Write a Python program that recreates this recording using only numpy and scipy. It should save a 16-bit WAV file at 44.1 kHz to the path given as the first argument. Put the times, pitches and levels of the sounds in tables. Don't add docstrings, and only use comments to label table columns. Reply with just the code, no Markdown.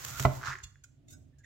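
import sys
import numpy as np
from scipy import signal
from scipy.fft import rfft, irfft, next_fast_len
from scipy.io import wavfile
from scipy.ndimage import uniform_filter1d

SR = 44100
rng = np.random.default_rng(int(sys.argv[2]) if len(sys.argv) > 2 else 0)


def master(y):
    cut = np.clip(np.atleast_2d(y).T, -1, 1)
    pcm = np.round(cut * 32767)
    wavfile.write(sys.argv[1], SR, pcm.astype(np.int16))


N = 63945
T = np.arange(N) / SR

# frequency in Hz, level in dB.
RUMBLE_SPECTRUM = [(20, -19.5), (70, 1.5), (135, 2.5), (190, -18.5), (270, -19), (600, -34), (2500, -66.5)]
# time in seconds, level in dB.
RUMBLE_LEVEL = [(.4, -50.5), (.75, -62.5), (1, -62.5), (1.15, -56.5), (1.45, -60.5)]
# frequency in Hz, level in dB.
HISS_SPECTRUM = [(3000, 0.5), (12000, -16.5)]
HISS_DB = -83

ROOM_DB, ROOM_T60_S, ROOM_TREBLE_T60_S, ROOM_SPLIT_HZ, ROOM_ONSET_S = -12, 0.5, 0.45, 1000, 0.0046
TOP_HZ = 16000
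FINE_LIKENESS = 0.08
LEFT_DB = -3.5

# frequency in Hz, level in dB.
HAND_SPECTRUM = [(100, -11.5), (160, 5.5), (205, -12), (262, 9), (480, -23.5), (620, -9), (1200, -54)]
HAND_PEAK_S, HAND_DB, HAND_WIDTH_S = 1.144, -58.5, 0.14

# peak time in seconds, level in dB, pitch in Hz, rise and fall in seconds.
FRICTION_TONES = [(.17, -43, 1400, 0.034), (.55, -57, 386.8, 0.02), (0.845, -52.5, 1463, 0.0033),
                  (1.146, -65.5, 1488, 0.017), (1.34, -74, 1866, 0.0093), (1.41, -67.5, 1674, 0.016),
                  (1.446, -50.5, 1957, 0.0042)]
FRICTION_WAVER = 0.048

# peak time in seconds, level in dB, rise in seconds, fall in seconds,
# ring in dB re the rub, extra treble in dB, kind of contact.
BRUSHES = [(0.585, -52.5, 0.00074, 0.0032, -16.5, -5, "resting"),
           (0.637, -42.5, 0.0035, 0.0055, -5, -1, "resting"),
           (0.838, -49, 0.00075, 0.0053, -11, -0.5, "touching"),
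           (1.082, -59.5, 0.00049, 0.0076, 5, -3, "touching"),
           (1.107, -57, 0.011, 0.016, -4.5, 9.5, "touching"),
           (1.132, -57, 0.0082, 0.0057, 6, 11, "sliding"),
           (1.384, -65.5, 0.0007, 0.011, -5, -0.5, "touching"),
           (1.444, -68.5, 0.006, 0.0089, 7, -0.5, "touching")]
# frequency in Hz, level in dB.
BRUSH_SPECTRUM = [(700, -31), (1500, -8.5), (4500, -4), (7200, 9.5), (8800, -11), (16000, -15)]
# frequency in Hz, relative level in dB.
BLADE_RESTING_MODES = [(2778, 4.5), (3435, 3), (4301, 6), (6810, -15)]
# frequency in Hz, relative level in dB.
BLADE_TOUCHING_MODES = [(2067, -2.5), (2676, -4.5), (3600, 2), (4110, -11), (6720, 7)]
# frequency in Hz, relative level in dB.
BLADE_SLIDING_MODES = [(1529, -4.5), (2288, -9.5), (3698, -0.5), (5168, -2.5), (5690, -2), (6573, 4.5),
                       (7790, -1)]
BLADE_T60_S = 0.096
OVERTONE_COUNT, OVERTONE_GAP_HZ, OVERTONE_T60_S = 32, 479, 0.038

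# start in seconds, envelope peak in dB, settled pitch in Hz.
SLIPS = [(0.4145, -38.5, 1350), (0.431, -32, 1420), (.437, -28.5, 1430), (0.4475, -33, 1400),
         (0.4577, -42, 1440), (0.4723, -26, 1346), (0.4828, -26, 1410), (0.5378, -34, 1810),
         (0.5542, -31.5, 1766), (0.5867, -40.5, 1760), (0.603, -42.5, 1680), (.757, -51, 1650)]
SLIP_RISE_S = 0.00068
SLIP_CHIRP, SLIP_CHIRP_S = 0.45, 0.0003
JUDDER_START_S, JUDDER_END_S, JUDDER_PER_S = 0.4955, 0.534, 200
JUDDER_DB, JUDDER_HZ, JUDDER_SCATTER = -32.5, 1490, 0.12
# time in seconds, level in dB.
DRAG_LEVEL = [(.40, -57.5), (.466, -37), (.476, -36.5), (.535, -45.5), (.57, -55), (.84, -112)]
# frequency in Hz, level in dB.
RASP_SPECTRUM = [(650, -16.5), (1080, 5.5), (1750, -0.5), (2700, -11.5), (7000, -10.5), (9000, -29.5)]
CHATTER_PER_S, CHATTER_SPREAD_DB, RASP_LIKENESS = 5000, 3.5, 0.32

# start in seconds, level in dB, contact time in seconds.
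BLOWS = [(0.004, -37.5, 0.01), (0.11, -42, 0.0045), (0.202, -31, 0.0022), (0.23, -44, 0.0045),
         (0.2487, -34.5, 0.00021), (0.2517, -17.5, 0.000091), (0.253, -36.5, 0.0053), (0.48, -39, 0.0053),
         (.631, -33, 0.014)]
# frequency in Hz, level in dB, t60 in seconds, left minus right in dB.
BOARD_MODES = [(89, -10, 0.13, 2), (131.6, 2, 0.2, -4.5), (195, -13, 0.13, -10.5), (260, -16.5, 0.2, 5),
               (302, -18, 0.1036, 14.5), (400, -11, 0.11, -0.5), (611.6, -12, 0.22, 5.5),
               (692, 1, 0.04, -1), (898, -21.5, 0.1, -5), (1041, -12.5, 0.051, 1.5),
               (1170, -12, 0.015, -1.5), (2003, -8, 0.046, 2.5)]
# frequency in Hz, level in dB.
WOOD_SPECTRUM = [(200, -11.5), (700, 9.5), (1450, 2), (1700, -22), (2100, -9.5), (4500, -18.5),
                 (16000, -35.5)]
# frequency in Hz, level in dB.
WOOD_TAIL_SPECTRUM = [(330, 0), (5000, -45.5)]
WOOD_T60_S, WOOD_TAIL_DB, WOOD_TAIL_T60_S = 0.047, -17, 0.25
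BOARD_LOW_HZ = 43

# time in seconds, level in dB.
CRUNCH_LEVEL = [(0, -48.5), (.08, -42.5), (.165, -45), (.19, -41.5), (.245, -40), (.275, -56), (.37, -49.5),
                (.66, -108)]
# frequency in Hz, level in dB.
FLESH_SPECTRUM = [(850, -3.5), (1380, 3), (2500, -2.5), (4800, -4), (7000, 2.5), (9500, -15), (13000, -4.5),
                  (16000, -7.5)]
# peak time in seconds, level in dB.
SNAPS = [(0.0486, -28.5), (0.1969, -25.5), (0.2009, -31.5), (0.226, -31.5)]
CELLS_PER_S, CELL_SPREAD_DB = 7200, 2
SNAP_RISE_S, SNAP_FALL_S = 0.0001, 0.0026


def amp(db):
    return 10 ** (np.asarray(db) / 20)


def curve(points):
    return amp(np.interp(T, *np.array(points).T))


def fade(t60_s):
    return np.exp(-np.log(1000) * T / t60_s)


def swell(peak_s, rise_s, fall_s):
    return np.exp(-np.maximum((peak_s - T) / rise_s, (T - peak_s) / fall_s))


def pan(left_minus_right_db):
    return amp(np.array([[left_minus_right_db], [-left_minus_right_db]]) / 2)


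def convolve(x, response):
    return signal.fftconvolve(np.atleast_2d(x), np.atleast_2d(response), axes=-1)[:, :N]


def colour(x, points):
    size = 2 * next_fast_len(N)
    hz, db = np.array(points).T
    bin_hz = np.arange(size // 2 + 1) * SR / size
    gain = amp(np.interp(np.log(bin_hz + 1), np.log(hz), db))
    gain = gain / np.sqrt(np.mean(gain ** 2))
    cepstrum = irfft(np.log(gain))
    cepstrum[1:size // 2] *= 2
    cepstrum[size // 2 + 1:] = 0
    return irfft(rfft(x, size) * np.exp(rfft(cepstrum)))[..., :N]


def noise(likeness):
    shared, *separate = rng.standard_normal((3, N))
    mix = np.sqrt(likeness) * shared + np.sqrt(1 - likeness) * np.array(separate)
    return mix * pan(LEFT_DB)


def grains(per_s, spread_db, likeness):
    hits = rng.random(N) < per_s / SR
    clicks = hits * amp(spread_db * np.clip(rng.standard_normal(N), -2, 2))
    return clicks / np.sqrt(np.mean(clicks ** 2)) * noise(likeness)


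def background():
    rumble = colour(noise(0.93), RUMBLE_SPECTRUM) * curve(RUMBLE_LEVEL)
    hiss = amp(HISS_DB) * colour(noise(FINE_LIKENESS), HISS_SPECTRUM)
    return rumble + hiss


def kitchen(x):
    wash = rng.standard_normal((2, N))
    low = signal.sosfilt(signal.butter(2, ROOM_SPLIT_HZ, fs=SR, output="sos"), wash)
    treble = wash - low
    tail = low * fade(ROOM_T60_S) + treble * fade(ROOM_TREBLE_T60_S)
    tail = tail * (1 - np.exp(-T / ROOM_ONSET_S))
    return amp(ROOM_DB) * convolve(x, tail / np.sqrt(np.sum(tail ** 2) / 2))


def hand():
    rub = colour(noise(0.37), HAND_SPECTRUM)
    return amp(HAND_DB) * swell(HAND_PEAK_S, HAND_WIDTH_S, HAND_WIDTH_S) * rub


def friction_tones():
    out = np.zeros((2, N))
    for peak_s, db, hz, width_s in FRICTION_TONES:
        waver = uniform_filter1d(uniform_filter1d(rng.standard_normal(N), size=60), size=60)
        pitch_hz = hz * (1 + FRICTION_WAVER * waver / waver.std())
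        tone = np.sin(2 * np.pi * np.cumsum(pitch_hz) / SR)
        out += amp(db) * swell(peak_s, width_s, width_s) * tone * pan(LEFT_DB)
    return out


def steel(modes, t60_s):
    ring = np.zeros((2, N))
    for hz, db in modes:
        ring += amp(db) * np.sin(2 * np.pi * (hz * T + rng.random((2, 1))))
    ring *= fade(t60_s)
    return ring / np.sqrt(np.sum(ring ** 2) / 2)


def blade():
    rings = {"resting": BLADE_RESTING_MODES, "touching": BLADE_TOUCHING_MODES,
             "sliding": BLADE_SLIDING_MODES}
    out = np.zeros((2, N))
    for peak_s, db, rise_s, fall_s, ring_db, treble_db, contact in BRUSHES:
        rub = noise(FINE_LIKENESS) * amp(db) * swell(peak_s, rise_s, fall_s)
        overtones = [(OVERTONE_GAP_HZ * (k + 2 + rng.random()), 0) for k in range(OVERTONE_COUNT)]
        shape = [(hz, level + treble_db * (hz > TOP_HZ / 2)) for hz, level in BRUSH_SPECTRUM]
        out += colour(convolve(rub, steel(overtones, OVERTONE_T60_S)), shape)
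        out += amp(ring_db) * convolve(rub, steel(rings[contact], BLADE_T60_S))
    return out


def slip(start_s, db, hz):
    age_s = np.maximum(T - start_s, 0)
    extra_s = SLIP_CHIRP * SLIP_CHIRP_S * (1 - np.exp(-age_s / SLIP_CHIRP_S))
    envelope = age_s / SLIP_RISE_S * np.exp(1 - age_s / SLIP_RISE_S)
    return amp(db) * envelope * np.sin(2 * np.pi * hz * (age_s + extra_s))


def drag():
    chirps = sum(slip(*row) for row in SLIPS)
    at_s = JUDDER_START_S
    for gap, force, pitch in np.exp(JUDDER_SCATTER * rng.standard_normal((20, 3))):
        if at_s < JUDDER_END_S:
            chirps = chirps + force * slip(at_s, JUDDER_DB, JUDDER_HZ * pitch)
        at_s += gap / JUDDER_PER_S
    chatter = grains(CHATTER_PER_S, CHATTER_SPREAD_DB, RASP_LIKENESS) * curve(DRAG_LEVEL)
    return chirps * pan(LEFT_DB) + colour(chatter, RASP_SPECTRUM)


def board():
    force = np.zeros(N)
    for start_s, db, contact_s in BLOWS:
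        phase = np.clip((T - start_s) / max(contact_s, 4 / SR), 0, 1)
        push = np.sin(np.pi * phase) ** 2
        force -= amp(db) * push / push.sum()
    modes = np.zeros((2, N))
    for hz, db, t60_s, side_db in BOARD_MODES:
        modes += amp(db) * pan(side_db) * fade(t60_s) * np.sin(2 * np.pi * hz * T)
    crack = colour(noise(FINE_LIKENESS) * fade(WOOD_T60_S), WOOD_SPECTRUM)
    tail = amp(WOOD_TAIL_DB) * colour(noise(0.96) * fade(WOOD_TAIL_T60_S), WOOD_TAIL_SPECTRUM)
    radiate = signal.butter(4, BOARD_LOW_HZ, "high", fs=SR, output="sos")
    return signal.sosfilt(radiate, convolve(force, modes + crack + tail))


def pepper():
    crunch = grains(CELLS_PER_S, CELL_SPREAD_DB, FINE_LIKENESS) * curve(CRUNCH_LEVEL)
    snaps = sum(amp(db) * swell(peak_s, SNAP_RISE_S, SNAP_FALL_S) for peak_s, db in SNAPS)
    return colour(crunch + snaps * noise(FINE_LIKENESS), FLESH_SPECTRUM)


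def scene():
    near = hand() + friction_tones() + blade() + drag() + board() + pepper()
    return background() + kitchen(near) + near


def record(dry):
    return signal.sosfilt(signal.ellip(10, 0.2, 80, TOP_HZ, fs=SR, output="sos"), dry)


dry = scene()
out = record(dry)
master(out)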